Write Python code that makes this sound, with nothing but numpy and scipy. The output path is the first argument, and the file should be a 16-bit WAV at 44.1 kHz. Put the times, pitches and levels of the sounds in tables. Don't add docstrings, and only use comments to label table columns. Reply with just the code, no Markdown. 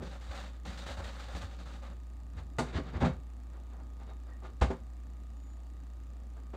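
import sys
import numpy as np
from scipy import signal
from scipy.fft import rfft, irfft, next_fast_len
from scipy.io import wavfile
from scipy.ndimage import uniform_filter1d

SR = 44100
rng = np.random.default_rng(int(sys.argv[2]) if len(sys.argv) > 2 else 0)


def dump_mix(stems):
    frames = np.atleast_2d(stems).T
    limited = np.clip(frames, -1, 1)
    pcm = np.round(limited * 32767).astype(np.int16)
    wavfile.write(sys.argv[1], SR, pcm)


def nominal_scale(level):
    x = np.asarray(level, float) / 20
    return 10 ** x


N = 289296


def evened(x):
    return x / np.sqrt(np.mean(x ** 2) + 1e-20)


def read(points, hz):
    point_hz, value = np.transpose(points)
    return np.interp(np.log(hz + 1), np.log(point_hz + 1), value)


def add(mix, start_s, sound):
    part = mix[max(round(start_s * SR), 0):][:len(sound)]
    part += sound[:len(part)]


def wander(count):
    return evened(uniform_filter1d(uniform_filter1d(rng.standard_normal(N), count), count))


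def ring(pitch_hz, level_db, t60_s):
    t = np.arange(round(t60_s * SR)) / SR
    return nominal_scale(level_db - 60 * t / t60_s) * np.sin(2 * np.pi * pitch_hz * t)


def bands(colour, grain_db, edges_hz):
    hz = np.fft.rfftfreq(N, 1 / SR)
    grains = rng.standard_normal(N) * nominal_scale(grain_db * wander(count=60))
    spectrum = rfft(grains) * nominal_scale(read(colour, hz))
    below = [0] + [1 / (1 + (hz / edge) ** 6) for edge in edges_hz] + [1]
    return [evened(irfft(spectrum * np.sqrt(abs(b - a)), N)) for a, b in zip(below, below[1:])]


# [pitch_hz, level_db]
DOOR_COLOUR = [(88, -3), (150, 6), (463, -13.5), (596, -15), (896, -18.5), (1130, -19), (1510, -23),
               (2510, -29.5), (3840, -32.5), (5350, -39), (6750, -38.5), (8690, -42.5), (15600, -72.5)]
# [start_s, level_db, rise_s, low_end_db, brightness_db]
DOOR_BLOWS = [(2.317, -64, 0.042, 3, -8), (2.368, -59.5, 0.014, 1, 1), (2.5842, -35.5, 0.0014, -5, -9),
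              (2.65, -58, 0.046, -17, 1), (2.725, -46, 0.042, 0.5, 0), (2.831, -54.5, 0.056, -2, -3.5),
              (2.919, -46.5, 0.043, -1.5, -9.5), (3.001, -36, 0.017, -4, -10.5),
              (3.043, -39.5, 0.011, -6, -7), (3.511, -60, .035, -19, -14), (3.694, -72, .015, -7, -1),
              (3.718, -61.5, 0.021, -20, -28), (3.778, -62, .02, -30, -21), (3.987, -61.5, 0.028, -10, -6),
              (4.059, -58.5, 0.039, -10, -10), (4.257, -61.5, 0.039, -10, -11),
              (4.419, -56.5, 0.0084, -20, -20), (4.434, -58, 0.019, -15, -2.5),
              (4.611, -35.5, 0.0062, -11, -5.5), (4.656, -65, 0.03, 3, -20),
              (4.702, -47, 0.0024, -11, -13.5), (6.362, -60, 0.0057, -27, -20),
              (6.531, -50, 0.0096, -20, -13)]
BLOW_HOLD_S, BLOW_T60_S = 0.0097, 0.23
SHARP_RISE_S, DULLING_DB = 0.0011, 5.5


def blows():
    parts = bands(DOOR_COLOUR, grain_db=0.5, edges_hz=(420, 1700, 5200))
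    out = np.zeros(N)
    for start_s, level_db, rise_s, low_db, bright_db in DOOR_BLOWS:
        t = np.arange(round((rise_s + BLOW_HOLD_S + 1.5 * BLOW_T60_S) * SR)) / SR
        swell = np.minimum(t / rise_s, 1) ** 0.81
        fall_db = -60 * np.maximum(t - rise_s - BLOW_HOLD_S, 0) / BLOW_T60_S
        sheen_db = bright_db - DULLING_DB * np.log2(rise_s / SHARP_RISE_S)
        levels = (low_db + 0.79 * fall_db, fall_db, bright_db + 1.73 * fall_db, sheen_db + 1.35 * fall_db)
        for part, band_db in zip(parts, levels):
            grain = part[round(start_s * SR):][:len(t)]
            envelope = swell * nominal_scale(level_db + band_db)
            add(out, start_s, grain * envelope[:len(grain)])
    return out


# [pitch_hz, level_db, t60_s]
PANEL_MODES = [(145, 0, .16), (174, 1, .18), (245, 0, .15), (287, -4, .13), (385, 0, .11), (525, -3, .1),
               (657, -1, .12), (800, 0, .1), (897, 0, .11), (1040, -5, .1), (1220, -3, .09),
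               (1440, -4, .07), (1770, -8, .08), (3780, -10, .06)]


def panel(x):
    body = np.zeros(SR // 2)
    for mode in PANEL_MODES:
        add(body, 0, ring(*mode))
    return signal.oaconvolve(x, body / np.linalg.norm(body))[:N]


# [start_s, level_db, centre_hz]
HARD_KNOCKS = [(0.022, -39, 382), (0.881, -45.5, 610), (.995, -51, 600), (2.751, -37, 250),
               (2.765, -51, 1250), (2.781, -34.5, 328), (2.795, -37.5, 377), (2.94, -63, 252),
               (3.01, -38, 600), (3.018, -33, 413), (3.066, -53, 910), (3.024, -25, 192), (3.034, -31, 860),
               (3.058, -28, 186), (3.575, -62, 900), (3.801, -57, 850), (4.015, -58, 800), (4.11, -55, 880),
               (4.42, -56, 720), (4.448, -49, 1210), (2.584, -36, 1440), (2.591, -33, 680), (2.6, -34, 310),
               (2.612, -37, 330), (4.615, -29.5, 780), (4.618, -30, 165), (4.7025, -31, 385),
               (4.712, -43, 1150), (6.536, -44.5, 397)]


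def knocks():
    out = np.zeros(N)
    for start_s, level_db, centre_hz in HARD_KNOCKS:
        for pitch_hz, mode_db, t60_s in PANEL_MODES:
            off_db = 14 * np.log2(pitch_hz / centre_hz) ** 2
            mode = ring(pitch_hz, level_db + mode_db - off_db, t60_s)
            late_s = 0.001565 * rng.random()
            add(out, start_s + late_s, mode * rng.choice([-1, 1]))
    return out


# [start_s, peak_db, pitch_hz, t60_s]
CABINET_THUMPS = [(0.009, -39, 72, 0.14), (0.286, -37, 70.5, 0.14), (0.649, -44, 71.6, 0.16),
                  (0.689, -38.5, 73, 0.083), (0.887, -36, 72.7, 0.12), (0.98, -35, 80, 0.19),
                  (1.048, -40, 73.6, 0.12), (1.339, -35, 72, 0.096), (1.428, -36, 80.7, 0.1),
                  (1.449, -39, 73.4, 0.081), (2.36, -37.5, 82, 0.32), (2.748, -29.5, 79.3, 0.1962),
                  (2.951, -30.5, 83.6, 0.13), (3.02, -26.5, 80.4, 0.27), (3.05, -32, 75.7, 0.31),
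                  (4.666, -31, 75, 0.18), (4.6125, -17, 63, .13)]


def thumps():
    out = np.zeros(N)
    for start_s, peak_db, pitch_hz, t60_s in CABINET_THUMPS:
        low = ring(pitch_hz, 0, t60_s)
        low = low * (1 - np.exp(-np.arange(len(low)) / (.009 * SR)))
        add(out, start_s, -nominal_scale(peak_db) * low / abs(low).max())
    return out


# [pitch_hz, level_db]
CLOTH_COLOUR = [(76, -40), (130, 0.5), (169, 14.5), (307, -1.5), (424, -9.5), (550, 1.5), (671, -8.5),
                (772, -1.5), (982, -9), (1250, -6), (2230, -16), (3760, -15.5), (5280, -22), (7420, -21.5),
                (15600, -43)]
# [start_s, level_db, hold_s, low_end_db, brightness_db]
SLEEVE_STROKES = [(0, -53, .01, 8, -27), (0.019, -59.5, 0.06, 10.5, -1), (0.109, -53, 0.037, -13, -14),
                  (0.206, -60.5, 0.09, -6, -3), (0.274, -66, .03, -15, -12), (0.307, -49.5, 0.036, -8, -10),
                  (0.346, -50.5, 0.041, -11, -4.5), (0.434, -53.5, 0.016, -4, -5.5),
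                  (0.538, -68.5, 0.017, -7, -7), (0.6488, -51.5, 0.018, 3.5, -2.5),
                  (0.692, -53.5, 0.052, -11, -6.5), (0.771, -55, 0.057, -3, -1),
                  (0.86, -47.5, 0.049, -10, -7), (0.968, -48.5, 0.032, -7, -12.5),
                  (1.037, -52.5, 0.046, -6, -3), (1.126, -54.5, 0.088, -11, -8),
                  (1.192, -55.5, 0.047, -24, -3.5), (1.28, -51.5, 0.054, -20, -11.5),
                  (1.346, -49.5, 0.017, 0.5, -6.5), (1.411, -51.5, 0.017, -4.5, -6),
                  (1.508, -60, 0.027, -7, -6.5), (1.584, -59.5, 0.026, -1.5, -4.5),
                  (1.653, -58.5, 0.095, 0.5, -5.5), (1.818, -55, 0.044, -12, -13.5),
                  (1.894, -67.5, 0.02, 11.5, -9)]
STROKE_RISE_S, STROKE_FADE_DB_PER_S = 0.0054, 219
STROKE_SHEEN_DB, SHEEN_FOLLOWS = -11, 0.63


def rustle():
    t, power = np.arange(N) / SR, np.zeros((4, N))
    for start_s, level_db, hold_s, low_db, bright_db in SLEEVE_STROKES:
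        rise = np.clip((t - start_s) / STROKE_RISE_S, 0, 1)
        fading_s = np.maximum(t - start_s - STROKE_RISE_S - hold_s, 0)
        shape = rise * nominal_scale(level_db - STROKE_FADE_DB_PER_S * fading_s)
        colour = nominal_scale([low_db, 0, bright_db, STROKE_SHEEN_DB + SHEEN_FOLLOWS * bright_db])
        power += np.outer(colour, shape) ** 2
    parts = bands(CLOTH_COLOUR, grain_db=-1.0, edges_hz=(420, 2100, 5100))
    return sum(part * np.sqrt(p) * nominal_scale(1.5 * wander(count=400)) for part, p in zip(parts, power))


# [start_s, length_s, pitch_hz, level_db]
SQUEAKS = [(4.285, .1, 1880, -66), (4.075, .05, 3780, -72), (5.34, .26, 6971, -75)]


def squeaks():
    out, flutter = np.zeros(N), nominal_scale(4 * wander(count=250))
    shake = 1.1 * wander(count=250)
    for start_s, length_s, pitch_hz, level_db in SQUEAKS:
        t = np.arange(round(length_s * SR)) / SR
        tone = np.sin(2 * np.pi * pitch_hz * t + shake[round(start_s * SR):][:len(t)])
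        add(out, start_s, np.sqrt(2) * nominal_scale(level_db) * np.sin(np.pi * t / length_s) * tone)
    return out * flutter


# [pitch_hz, t60_s]
KITCHEN_DECAY = [(100, 0.14), (1000, 0.19), (4000, 0.33), (10000, 0.29)]


def kitchen(x):
    taps = np.zeros(SR // 2)
    at = np.arange(300, SR // 2 - 20, 20)
    taps[at + rng.integers(0, 20, len(at))] = rng.choice([-1., 1.], len(at))
    hz, t, z = signal.stft(taps, SR, nperseg=256)
    decay = nominal_scale(-60 * t / read(KITCHEN_DECAY, hz)[:, None])
    tail = signal.istft(z * decay, SR, nperseg=256)[1]
    return signal.oaconvolve(x, tail / np.linalg.norm(tail))[:N]


HUM_HZ = 58.98
# [multiple, level_db, lost_db]
SHAFT_ORDERS = [(1, -42.6, 0), (2, -72, 0), (3, -70.5, 0), (6, -77, 0), (19, -81, 1.5), (20, -81, 1),
                (21, -74.5, 2.5)]
# [centre_s, half_width_s, lost_db]
HUM_SAGS = [(4.52, 0.015, 8), (4.77, 0.021, 13)]


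def hum():
    t = np.arange(N) / SR
    turn = 2 * np.pi * HUM_HZ * t + 0.023 * wander(count=12000)
    slam_s = max(CABINET_THUMPS, key=lambda row: row[1])[0]
    shut = np.clip((t - slam_s) / .5 + 1, 0, 1)
    sag_db = sum(lost_db * np.exp(-((t - s) / width_s) ** 2) for s, width_s, lost_db in HUM_SAGS)
    out = np.zeros(N)
    for multiple, level_db, lost_db in SHAFT_ORDERS:
        waver_db = 0.086 * multiple * wander(count=7000)
        tone = np.sin(multiple * turn + 2 * np.pi * rng.random())
        out += np.sqrt(2) * nominal_scale(level_db - lost_db * shut + waver_db) * tone
    return nominal_scale(-sag_db) * out


# [pitch_hz, level_db]
AIR_COLOUR = [(30, -23.5), (85, 7), (105, -4.5), (140, -9.5), (253, 3), (372, -12), (432, -11.5),
              (802, -12), (1060, -18.5), (1230, -17.5), (1340, -21), (1920, -24), (5590, -32), (7070, -34),
              (10400, -36), (15600, -46)]


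def air():
    hz = np.fft.rfftfreq(1024, 1 / SR)
    real, imaginary, patches = rng.standard_normal((N // 256 + 5, 513, 3)).T
    patches = evened(uniform_filter1d(uniform_filter1d(patches, 10, 0), 10, 1))
    z = (real + 1j * imaginary) * nominal_scale(read(AIR_COLOUR, hz)[:, None] + 1.3 * patches)
    noise = signal.istft(z, nperseg=1024, noverlap=768)[1][:N]
    return nominal_scale(-57.5) * evened(noise)


FIRST_TICK_S, TICKS_PER_S = .0014, 29.994
# [pitch_hz, level_db, t60_s]
TICK_MODES = [(1866, -64.5, 0.018), (2800, -59, 0.0032), (3500, -62.5, 0.00084), (4666, -78, 0.0026),
              (5970, -59.5, 0.0017), (7000, -58, 0.0051), (8400, -91, 0.0043)]


def ticks():
    count = int(N / SR * TICKS_PER_S)
    late, size = rng.standard_normal((count, 2)).T
    train, click = np.zeros(N), np.zeros(600)
    at_s = FIRST_TICK_S + np.arange(count) / TICKS_PER_S + .0006 * late
    train[np.clip((at_s * SR).astype(int), 0, N - 1)] = nominal_scale(.7 * size)
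    for mode in TICK_MODES:
        add(click, 0, ring(*mode))
    return signal.oaconvolve(train, click)[:N]


def scene():
    door = blows()
    ringing = nominal_scale(-18) * panel(door)
    near = door + ringing + knocks() + rustle() + squeaks()
    tail = nominal_scale(-11) * kitchen(near)
    return (near + tail + thumps() + hum() + air() + ticks())[None]


def low_pass(x):
    return signal.sosfilt(signal.butter(12, 15710, fs=SR, output="sos"), x)


# [pitch_hz, level_db]
MIC_COLOUR = [(2000, 0), (3200, -2), (3780, 3), (4050, 0), (4600, 2), (5200, -2), (6000, 0), (9300, 0),
              (10500, -6), (12000, 1), (15600, 3)]


def record(dry):
    size = next_fast_len(N + 8192)
    colour = nominal_scale(read(MIC_COLOUR, np.fft.rfftfreq(size, 1 / SR)))
    heard = irfft(rfft(dry, size) * colour, size)[:, :N]
    heard = signal.sosfilt(signal.butter(2, 39, "high", fs=SR, output="sos"), heard)
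    return low_pass(heard)


dry = scene()
out = record(dry)
dump_mix(out)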